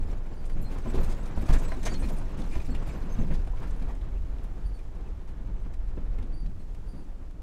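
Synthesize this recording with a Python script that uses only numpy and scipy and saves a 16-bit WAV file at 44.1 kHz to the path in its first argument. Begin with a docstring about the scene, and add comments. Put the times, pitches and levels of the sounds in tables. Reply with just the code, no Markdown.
"""A deep boom and the roar of tyres fill a four-wheel-drive vehicle on a rough dirt track, over a low
engine. The rough ground forces the body and the cabin air into vibration, and ruts thump through the
suspension. Impacts excite damped modes: the dashboard clunks, loose gear clatters and jangles. Stones
tick underneath, and stick-slip friction draws thin, high squeaks from the trim. After four seconds
the track is smoother and a soft hiss of air shows."""
import sys
import numpy as np
from scipy import signal
from scipy.fft import rfft, irfft
from scipy.io import wavfile
from scipy.ndimage import uniform_filter1d

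SR = 44100
rng = np.random.default_rng(int(sys.argv[2]) if len(sys.argv) > 2 else 0)


def transcribe(signal):
    """Save signal, clipped to [-1, 1], as a 16-bit WAV file at the path in sys.argv[1]."""
    frames = np.atleast_2d(signal).T
    limited = np.clip(frames, -1, 1)
    pcm = np.round(limited * 32767).astype(np.int16)
    wavfile.write(sys.argv[1], SR, pcm)


N = 327222
T = np.arange(N) / SR

# Spectra of the noise sources: (frequency [Hz], relative spectral density [dB])
HISS_SPECTRUM = [(300, -4), (1500, 0), (3000, -1), (4500, -2.5), (7000, -3.5), (8500, -7), (11000, -10.5),
                 (15500, -14.5)]
DRUM_SPECTRUM = [(15, 0.5), (30, 5), (46, -2), (58, 3.5), (72, -6), (100, -16), (200, -55)]
CHATTER_SPECTRUM = [(1200, -18), (2400, 7.5), (3300, -3.5), (4400, -3), (5500, -3.5), (7500, -6.5),
                    (9300, -9.5), (11000, -11), (15500, -14)]
CLATTER_SPECTRUM = [(250, 19.5), (700, 17), (1200, 9), (2300, 7.5), (3200, 5.5), (5000, -0.5), (6500, -3),
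                    (9300, -5), (11500, -11), (15500, -14)]
THUD_SPECTRUM = [(40, 11.5), (75, -6), (120, 9), (190, 2), (260, 0), (370, -7), (580, -8.5), (900, -18.5),
                 (2500, -27)]
CRUNCH_SPECTRUM = [(250, -2), (500, 4.5), (750, -0.5), (1100, -1), (1700, -5.5), (2400, -12), (3300, -16),
                   (6000, -28.5), (15000, -72)]
ROAR_SPECTRUM = [(50, -9), (80, 1.5), (120, 3), (150, -3), (180, 2), (215, -5), (260, -4), (400, -9.5),
                 (550, -15.5), (900, -19), (2500, -63)]
BOOM_SPECTRUM = [(6, -54), (14, 0), (22, 5), (35, -8), (50, -22.5), (65, -26), (85, -18), (130, -34.5),
                 (300, -98)]
# Envelopes of the hiss, air drumming, shaking, ground roughness and body boom: (time [s], level [dB])
HISS_LEVEL = [(0, -73), (3.1, -72), (4.6, -70), (5.6, -74), (6.25, -75), (6.6, -70.5), (7, -70.5),
              (7.42, -74)]
DRUM_LEVEL = [(.4, -6), (1, 1.5), (6.3, 0.5), (6.6, -2)]
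SHAKE_LEVEL = [(0, -62.5), (.3, -68), (.78, -63.5), (1.02, -57.5), (1.3, -62), (1.55, -55.5), (1.8, -59),
               (2.1, -57.5), (2.3, -65), (2.55, -59.5), (2.8, -61.5), (3.25, -63), (3.5, -66), (3.7, -64),
               (4.1, -72.5), (6.2, -71), (7.42, -77)]
TRACK_ROUGHNESS = [(0.0, -53.5), (0.29, -56.5), (0.56, -55.5), (0.99, -47), (1.38, -50), (1.55, -48.5),
                   (2.19, -51.5), (3.2, -51.5), (3.29, -54), (3.8, -52), (4.13, -59), (4.28, -58.5),
                   (5.87, -59.5), (6.18, -56.5), (6.34, -60.5), (6.53, -64), (6.98, -63), (7.42, -62.5)]
BOOM_LEVEL = [(0, -24.5), (.35, -33), (.55, -24), (.75, -31.5), (1.05, -23), (1.3, -31.5), (2.05, -24),
              (2.35, -29.5), (2.7, -24), (2.98, -31), (3.25, -25), (3.7, -30), (4.1, -32.5), (5.25, -37.5),
              (5.55, -31.5), (6.2, -29.5), (6.6, -32.5), (7.42, -40.5)]
# Modes of metal gear, dashboard and body on its mounts: (frequency [Hz], level [dB], t60 [s])
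GEAR_MODES = [(1910, 15, 0.082), (2130, -19, 0.14), (2494, 20, 0.04), (4030, 9, .05), (5200, -1, 0.042),
              (6620, 16, 0.02), (6260, -3, 0.028), (6200, 4, .04), (8100, 9, 0.066)]
DASHBOARD_MODES = [(253.4, -11, 0.17), (371, -3, 0.12), (437, -10.5, 0.075), (623, 2.5, 0.042),
                   (752, -8.5, 0.13), (997, 6, .05), (1240, -3, .06)]
BODY_MODES = [(21.6, 0, 0.37), (50, -7.5, 0.3)]
# Running state of the engine: (time [s], crankshaft speed [rev/s], load [dB])
ENGINE_STATE = [(0, 28, -5), (1.5, 27, 1), (3.4, 19, -1), (3.9, 22, 6), (4.15, 22, 11.5), (4.35, 22, 14),
                (4.52, 22.2, -5), (4.66, 21.9, 15.5), (4.87, 21.4, -6), (5.1, 20.6, 9.5), (5.28, 19.3, -2),
                (5.42, 22, 5.5), (5.7, 21, 6.5), (6.45, 18.8, 7), (6.62, 17.3, -11), (6.85, 19, -2),
                (7.42, 18.3, -1)]
# Harmonics of the crankshaft rotation: (order [cycles/rev], level [dB])
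ENGINE_ORDERS = [(2, -39), (3, -53.5), (6, -63), (8, -70), (12, -77)]
# Rubs of the trim: (time [s], duration [s], pitch [Hz], level [dB], glide [share], overtones [dB])
RUBS = [(0.33, 0.12, 4660, -70, -0.014, -8), (.492, 0.047, 4620, -66, 0.0029, -5),
        (0.638, 0.053, 4180, -56.5, 0.015, -13), (0.876, .04, 7720, -59, -0.0051, -20),
        (1.185, .035, 7800, -61, 0, -20), (1.642, 0.057, 7730, -55.5, -.01, -20),
        (1.685, 0.065, 4090, -59, -0.02, -11), (1.892, .046, 4570, -51, 0, -10),
        (1.933, .013, 6500, -46, -.6, -25), (1.944, .024, 4280, -47, -.03, -20),
        (1.908, .035, 6900, -57, 0, -20), (2.022, 0.038, 4200, -57, .01, -7),
        (2.504, .07, 2383, -53, 0.047, -12), (2.698, 0.04, 4330, -58, 0, -15),
        (2.745, 0.02, 2820, -49, -.05, -24), (2.88, 0.04, 2330, -53, -.02, -23),
        (2.86, 0.036, 4590, -66.5, 0.014, 3), (3.094, 0.057, 6290, -56, 0, -5),
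        (3.192, .04, 6250, -62.5, 0, -15), (4.159, .025, 2610, -63, -.02, -21),
        (4.635, 0.068, 4580, -65.5, 0.015, -5), (4.73, 0.051, 4490, -65, -.015, -6),
        (5.054, 0.03, 2590, -64, -.06, -22), (6.324, 0.122, 4620, -60.5, -0.006, -13),
        (6.587, 0.043, 4190, -71, -.015, -3), (6.868, 0.073, 4670, -66.5, .01, -4),
        (6.93, .11, 4610, -70, -0.0063, -5)]
# Natural notes of the small metal parts: (frequency [Hz])
PART_NOTES = [3900, 4230, 5080, 6020, 6230, 6720, 7200, 7500, 8250, 9050]
# Short, buzzing pings of small metal parts: (time [s], pitch [Hz], level [dB])
PART_STRIKES = [(.615, 12880, -51), (.615, 9250, -56), (.62, 7400, -57), (1.408, 9200, -59),
                (1.008, 13980, -51), (1.04, 12950, -64), (1.24, 8270, -64), (1.408, 12930, -55),
                (1.572, 7100, -53), (1.85, 6180, -37), (1.617, 13980, -54), (1.98, 12120, -53),
                (1.992, 8230, -48), (2.005, 10290, -53), (2.118, 12900, -53), (2.166, 8860, -51),
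                (2.52, 9600, -56), (2.705, 7700, -51), (2.87, 12900, -58), (2.695, 15100, -62),
                (2.872, 9250, -58), (2.877, 7460, -58), (2.922, 8600, -60), (2.963, 12940, -60),
                (3.035, 12500, -70)]
# Knocks of loose gear: (time [s], level [dB], duration [s], peak [Hz], metal ring [dB], peak gain [dB])
GEAR_KNOCKS = [(0.44, -51, 0.0061, 1200, -22, 9), (0.451, -55.5, .014, 8500, -26, 15),
               (0.495, -47.5, .009, 4830, -18, -2), (0.712, -55, 0.04, 12000, -22, 6),
               (.783, -47.5, .002, 7360, -21, 8), (0.898, -46, 0.01, 9500, -18, 4),
               (0.932, -47, 0.033, 3040, -24, 3), (1.03, -49, 0.016, 11000, -19, 13),
               (1.087, -50, 0.039, 7500, -19, 9), (1.254, -50.5, 0.011, 6900, -19, 8),
               (1.373, -45, 0.0039, 900, -18, 14), (1.408, -49.5, .02, 9000, -19, 5),
               (1.455, -49.5, 0.016, 8000, -8, 7), (1.481, -36.5, 0.029, 970, -29, 10),
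               (1.525, -37.5, .016, 7000, -27, 7.5), (1.536, -41, 0.029, 1500, -24, 14),
               (1.583, -49, 0.017, 8000, -19, 15), (1.683, -45, .002, 900, -18, 22),
               (1.718, -36, 0.0023, 1820, -10, 17), (1.826, -44.5, .015, 8000, -11, 9),
               (1.851, -34, 0.018, 6300, -11, 11.5), (1.865, -37, 0.017, 1910, -14, 11),
               (1.915, -44, 0.012, 1300, -22, 20), (1.938, -45, 0.011, 3500, -25, 11),
               (2.019, -46, 0.025, 885, -7, 6), (2.084, -47.5, 0.02, 9000, -30, 9),
               (2.161, -57, 0.0062, 12000, -16, 10), (2.185, -49.5, 0.0017, 9100, -32, 25),
               (2.209, -48, 0.011, 990, -18, 16), (2.37, -52.5, 0.035, 8100, -20, 9),
               (2.416, -47.5, 0.0054, 4300, -28, 10), (2.526, -50.5, 0.055, 2430, -20, 2),
               (2.551, -44, 0.0057, 2000, -12, 8), (2.598, -51, .006, 2500, -2, 10),
               (2.747, -41.5, 0.0045, 2870, -14, 10), (2.864, -52, 0.032, 7500, -27, 4),
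               (3.021, -55, 0.0081, 4000, -19, 8), (3.308, -49.5, 0.015, 1700, -16, 21),
               (3.333, -48.5, 0.021, 5340, -18, 6), (3.472, -45, .006, 636, -20, 11),
               (3.568, -56, .012, 2500, -10, 18), (3.616, -47.5, 0.028, 1170, -22, 16),
               (3.704, -57, 0.0087, 7000, -18, 15), (3.819, -48.5, 0.0066, 2000, -20, 1),
               (3.877, -49, 0.034, 865, -9, 15), (3.944, -62, 0.011, 8000, -16, 12),
               (4.011, -56, .008, 3000, -20, 13), (4.382, -55, 0.0044, 3000, -20, 4),
               (4.432, -57, 0.017, 12000, -26, 10), (4.786, -55.5, 0.012, 6000, -12, -2),
               (5.272, -57.5, .022, 6000, -21, 3), (5.734, -57.5, .01, 8000, -7, 7),
               (6.183, -50, .005, 1802, -22, 9), (6.224, -54, 0.0079, 4000, -27, 6),
               (6.457, -56.5, .007, 4500, -9, 12), (6.747, -50, 0.0017, 2200, -21, 2),
               (7.308, -57, 0.0021, 9000, -18, 7.5)]
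# Blows on the hollow dashboard: (time [s], level [dB], centre frequency [Hz])
DASHBOARD_BLOWS = [(.858, -34, 603), (.943, -27, 372), (.972, -31, 350), (1.371, -32, 574),
                   (1.719, -30.5, 650), (1.766, -29.5, 278), (1.868, -31, 470), (1.915, -35, 400),
                   (2.02, -37, 520), (2.1, -34.5, 496), (2.553, -33.5, 660), (2.577, -43, 630),
                   (3.199, -48, 490), (3.32, -41, 556), (3.533, -42, 750)]
# Wheels hitting ruts: (time [s], thud level [dB], decay time [s], panel note [Hz], body swing [dB])
RUTS = [(.554, -34, 0.091, 118, -24), (.62, -44, 0.073, 225, -25), (0.849, -28.5, 0.049, 265, -28),
        (.943, -27, 0.015, 368, -41), (0.974, -23.5, 0.02, 392, -14.5), (1.033, -26, 0.012, 136, -25),
        (1.371, -30.5, 0.043, 194, -13), (1.426, -33.5, 0.024, 258, -43), (1.493, -24, 0.035, 197, -8),
        (1.534, -29, 0.028, 320, -13), (1.865, -36.5, 0.23, 268.6, -50), (2.031, -35, 0.089, 240, -16.5),
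        (2.123, -30, 0.016, 174, -42), (2.384, -27, 0.02, 237, -51), (2.56, -36, 0.041, 314, -14),
        (2.68, -30.5, 0.057, 220, -24), (2.879, -37, 0.046, 116, -28), (3.034, -36, 0.074, 192, -57),
        (3.185, -27.5, 0.072, 202, -16), (3.301, -26.5, 0.043, 185, -18), (3.815, -36, 0.038, 138, -22.5),
        (5.969, -32.5, 0.029, 285, -42), (6.17, -43, 0.048, 109, -53), (6.218, -44.5, 0.21, 294, -53),
        (6.421, -40, 0.12, 162.4, -53), (6.93, -44, 0.15, 250, -47), (7.33, -49.5, 0.076, 170, -34)]


def amp(db):
    """Amplitude ratio of a level in decibels."""
    return 10 ** (np.asarray(db) / 20)


def unit(x):
    """Normalisation to rms 1."""
    return x / np.sqrt(np.mean(x ** 2) + 1e-20)


def envelope(table):
    """Linear interpolation of a (time, level) table at every sample."""
    return np.interp(T, *np.transpose(table))


def add(mix, start_s, sound):
    """Superposition of a sound on the mix, in place."""
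    part = mix[max(round(start_s * SR), 0):][:len(sound)]
    part += sound[:len(part)]


def colour(x, spectrum, peak_hz=1000, peak_db=0, octaves=1):
    """Filtering by a spectrum plus one resonance, whose half-width is in octaves; rms 1."""
    octave = np.log2(np.fft.rfftfreq(len(x), 1 / SR) + 1)
    hz, db = np.transpose(spectrum)
    rolloff_db = 20 * np.maximum(octave - np.log2(hz[-1]), 0)
    resonance_db = peak_db / (1 + ((octave - np.log2(peak_hz)) / octaves) ** 2)
    gain = amp(np.interp(octave, np.log2(hz), db) + resonance_db - rolloff_db)
    return unit(irfft(rfft(x) * gain, len(x)))


def wander(rate_hz, size=N):
    """Random fluctuation: noise low-passed at about the given rate; rms 1."""
    hz = np.fft.rfftfreq(size, 1 / SR)
    return unit(irfft(rfft(rng.standard_normal(size)) * np.exp(-(hz / rate_hz) ** 2), size))


def steadied(x, span_s):
    """Division by the running rms evens out swells longer than the span."""
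    return x / np.sqrt(np.abs(uniform_filter1d(x ** 2, int(span_s * SR))) + 1e-9)


def impacts(per_s, spread_db, size=N):
    """A Poisson train of impulses; a positive spread makes a few stronger, a negative one weaker."""
    height = amp(spread_db * np.minimum(rng.exponential(1, size), 4)) * rng.choice([-1, 1], size)
    return height * (rng.random(size) < per_s / SR)


def grit(per_s, spread_db, decay_s):
    """Incoherent impacts add in power, each an exponentially decaying puff of noise."""
    power = signal.lfilter([1], [1, -np.exp(-2 / (decay_s * SR))], impacts(per_s, spread_db) ** 2)
    return np.sqrt(power) * rng.standard_normal(N)


def ring(modes, t):
    """Free decay of damped modes."""
    return sum(amp(db - 60 * t / t60) * np.sin(2 * np.pi * hz * t) for hz, db, t60 in modes)


def cabin(x, wet_db, t60):
    """Reverberation: dense, short reflections off the glass and the hard roof."""
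    t = T[:SR // 4]
    tail = rng.standard_normal(len(t)) * amp(-60 * t / t60) * (t > .002)
    wet = signal.oaconvolve(x, tail / np.linalg.norm(tail))[:N]
    return (x + amp(wet_db) * wet) / np.hypot(1, amp(wet_db))


def roughness():
    """Excitation by the track, in dB about its mean; a source's slope is its dB per dB of this."""
    db = envelope(TRACK_ROUGHNESS)
    return db - db.mean()


def air_hiss():
    """Broadband noise of air hisses softly in the cabin."""
    return amp(envelope(HISS_LEVEL)) * colour(rng.standard_normal(N), HISS_SPECTRUM)


def engine(level_db=-2, wobble=0.0082, throb_db=3.5):
    """Periodic forcing gives low harmonics of the crankshaft speed, which swell with the load."""
    times, speed, load_db = np.transpose(ENGINE_STATE)
    turns = np.cumsum(np.interp(T, times, speed) * (1 + wobble * wander(4.3))) / SR
    drone = sum(amp(db + throb_db * wander(7.8)) * np.sin(2 * np.pi * order * turns)
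                for order, db in ENGINE_ORDERS)
    return amp(level_db + np.interp(T, times, load_db)) * drone


def cabin_drumming(level_db=-39.0, slope=0.05):
    """Cavity resonance: the enclosed air drums, a little harder on rough ground."""
    drumming = steadied(colour(rng.standard_normal(N), DRUM_SPECTRUM), span_s=0.52)
    return amp(level_db + envelope(DRUM_LEVEL) + slope * roughness()) * drumming


def stone_ticks(level_db=-73, slope=0.77):
    """Brief impacts have broad spectra: stones flick off the tread and tick on the underside."""
    hits = grit(per_s=30, spread_db=2.5, decay_s=0.003)
    ticks = colour(hits, CLATTER_SPECTRUM, peak_hz=9000, peak_db=5)
    return cabin(amp(level_db + slope * roughness()) * ticks, wet_db=-12.0, t60=0.036)


def trim_squeaks(gain_db=0.5, dull_hz=9500, dull_db_per_octave=-24):
    """Stick-slip friction: a thin tone whose pitch and level arch with the speed of the rub."""
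    arch, waver, catch_db = .022, .003, 2.3
    rasp_radians, rasp_hz, firm_db, radians_per_light_db = .38, 4600, -62, .08
    out = np.zeros(N)
    for start, length, hz, db, glide, overtone_db in RUBS:
        along = np.linspace(-.5, .5, int(length * SR))
        speed = np.cos(np.pi * along).clip(0)
        jitter, grip, slips = (wander(rate_hz, SR // 2)[:len(speed)] for rate_hz in (60, 70, 240))
        pitch = hz * (1 + arch * (speed - speed.mean()) + glide * along + waver * jitter)
        # Low creaks and light rubs rasp most.
        rasp = rasp_radians * max(rasp_hz / hz, 1) ** 2 + radians_per_light_db * max(firm_db - db, 0)
        phase = 2 * np.pi * np.cumsum(pitch) / SR + rasp * slips
        tone = np.sin(phase)
        for k in (2, 3):
            if k * pitch.max() < SR / 2:
                dulling_db = dull_db_per_octave * max(np.log2(k * hz / dull_hz), 0)
                tone += amp(overtone_db + dulling_db) * np.sin(k * phase)
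        add(out, start, amp(db + gain_db + catch_db * (grip - grip.mean())) * np.sqrt(speed) * tone)
    return cabin(out, wet_db=-5.5, t60=0.077)


def touching_parts(pitches, per_s, spread_db, t60):
    """Impulse response: each small metal part rings at its own pitch whenever it is touched."""
    notes = (ring([(hz, 0, t60)], T[:SR // 8]) for hz in pitches)
    return sum(signal.oaconvolve(impacts(per_s, spread_db), note)[:N] for note in notes)


def jolts(settle_s):
    """Exponential relaxation of the shaking that each rut starts; 1 at its strongest."""
    kicks = np.zeros(N)
    for start, db, *_ in RUTS:
        add(kicks, start, amp([db]))
    shaking = signal.lfilter([1], [1, -np.exp(-1 / (settle_s * SR))], kicks)
    return shaking / shaking.max()


def rattle(ticks_db=-3, chinks_db=-9, jangle_db=-10, slack_db=-70, jolt_db=5, fitful_db=1.5):
    """Contact across a clearance: loose parts tick, chink and jangle as shaking takes up their slack."""
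    shake = amp(envelope(SHAKE_LEVEL) + jolt_db * jolts(settle_s=0.074) + fitful_db * wander(27))
    contact = shake ** 2 / np.hypot(shake, amp(slack_db))
    ticks = colour(grit(per_s=140, spread_db=-4.0, decay_s=0.012), CHATTER_SPECTRUM)
    chink_hz = np.geomspace(3500, 13500, 36) * rng.uniform(1.0, 1.03, 36)
    chinks = colour(touching_parts(chink_hz, per_s=6, spread_db=2.0, t60=0.04), CHATTER_SPECTRUM)
    jangle_hz = np.outer(PART_NOTES, [.985, 1, 1.015]).ravel()  # a note varies with how the part lies
    jangle = unit(touching_parts(jangle_hz, per_s=14, spread_db=3.0, t60=0.066))
    return contact * (amp(ticks_db) * ticks + amp(chinks_db) * chinks + amp(jangle_db) * jangle)


def metal_pings(rise_s=0.004, t60=0.1, beat_hz=70, twin_db=-6, chatter_db=3, buzz_radians=.8):
    """Two close modes beat in each struck part, modulated as it buzzes against its seat."""
    out, t = np.zeros(N), T[:SR // 4]
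    for start, hz, db in PART_STRIKES:
        phase = 2 * np.pi * hz * t + buzz_radians * wander(400, len(t))
        pair = np.sin(phase) + amp(twin_db) * np.sin(phase + 2 * np.pi * beat_hz * t)
        ping = pair * amp(-60 * t / t60) * (1 - np.exp(-t / rise_s))
        chatter = unit(amp(chatter_db * wander(450, len(t))))
        add(out, start, amp(db) * chatter * ping)
    return cabin(out, wet_db=-9, t60=0.068)


def gear_knocks(rise_s=0.0007, rise_share=0.12, fall_s=0.0037, fall_share=0.13):
    """Bursts of quick contacts excite the gear's metal modes; longer bursts build and die more slowly."""
    out, t = np.zeros(N), T[:SR // 4]
    metal = ring(GEAR_MODES, t)
    for start, db, length, hz, ring_db, peak_db in GEAR_KNOCKS:
        hits = impacts(per_s=5000, spread_db=1.7, size=len(t))
        contacts = steadied(colour(hits, CLATTER_SPECTRUM, hz, peak_db, octaves=0.68), span_s=0.0035)
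        rise = 1 - np.exp(-t / (rise_s + rise_share * length))
        fall = np.exp(-np.maximum(t - length, 0) / (fall_s + fall_share * length))
        burst = contacts * rise * fall
        ringing = unit(signal.fftconvolve(burst, metal)[:len(t)]) * np.std(burst)
        add(out, start, amp(db) * (burst + amp(ring_db) * ringing))
    return cabin(out, wet_db=-8.0, t60=0.21)


def dashboard_clunks(rise_s=0.0037, falloff_db_per_octave=16, detune=0.017, judder_db=2):
    """Modal excitation: each blow favours the panel modes near its own centre frequency."""
    out, t = np.zeros(N), T[:SR // 4]
    for start, db, centre_hz in DASHBOARD_BLOWS:
        modes = [(hz * (1 + detune * rng.standard_normal()),
                  mode_db - falloff_db_per_octave * abs(np.log2(hz / centre_hz)), t60)
                 for hz, mode_db, t60 in DASHBOARD_MODES]
        judder = amp(judder_db * wander(120, len(t)))
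        clunk = ring(modes, t) * (1 - np.exp(-t / rise_s)) * judder
        add(out, start, amp(db) * clunk / abs(clunk).max())
    return cabin(out, wet_db=-5.5, t60=0.15)


def rut_thumps(rise_s=0.0037, hollow_db=11, note_db=-13):
    """Transient response: each rut thuds through a resonant panel and sets the body swinging."""
    out, t = np.zeros(N), T[:SR // 2]
    for start, db, decay_s, hz, swing_db in RUTS:
        panel = colour(rng.standard_normal(len(t)), THUD_SPECTRUM, hz, hollow_db, octaves=0.51)
        note = amp(note_db) * np.sin(2 * np.pi * hz * t)
        thud = amp(db) * (steadied(panel, span_s=0.0182) + note) * np.exp(-t / decay_s)
        swing = amp(swing_db) * ring(BODY_MODES, t)
        add(out, start, (thud + swing) * (1 - np.exp(-t / rise_s)))
    return out


def rolling(roar_db=-45.5, crunch_db=-55.5, roar_slope=0.82, lumps_db=1.23, uneven_db=1.12):
    """Random forcing by the ground: the sprung body booms, the wheel arches roar, the tread crunches."""
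    rough_db = roughness() + uneven_db * wander(9.6)
    lumps = amp(lumps_db * wander(25))  # stones lift roar and crunch together
    boom = steadied(colour(rng.standard_normal(N), BOOM_SPECTRUM), span_s=0.07)
    roar = steadied(colour(rng.standard_normal(N), ROAR_SPECTRUM), span_s=0.086)
    crunch = colour(grit(per_s=2500, spread_db=-3.5, decay_s=0.0096), CRUNCH_SPECTRUM)
    tyres = amp(roar_db + roar_slope * rough_db) * roar + amp(crunch_db + rough_db) * crunch
    return amp(envelope(BOOM_LEVEL)) * boom + lumps * tyres


def scene():
    """Superposition of all sources at the driver's seat, in one channel."""
    continuous = engine() + rolling() + cabin_drumming() + rattle() + air_hiss()
    blows = rut_thumps() + dashboard_clunks() + gear_knocks()
    return (continuous + blows + trim_squeaks() + metal_pings() + stone_ticks())[None]


def record(dry, cutoff_hz=15720):
    """Band limiting: a steep low-pass filter removes the highest treble."""
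    lowpass = signal.firwin(1023, cutoff_hz, window=("kaiser", 9), fs=SR)
    return signal.oaconvolve(dry, lowpass[None], "same")


dry = scene()
out = record(dry)
transcribe(out)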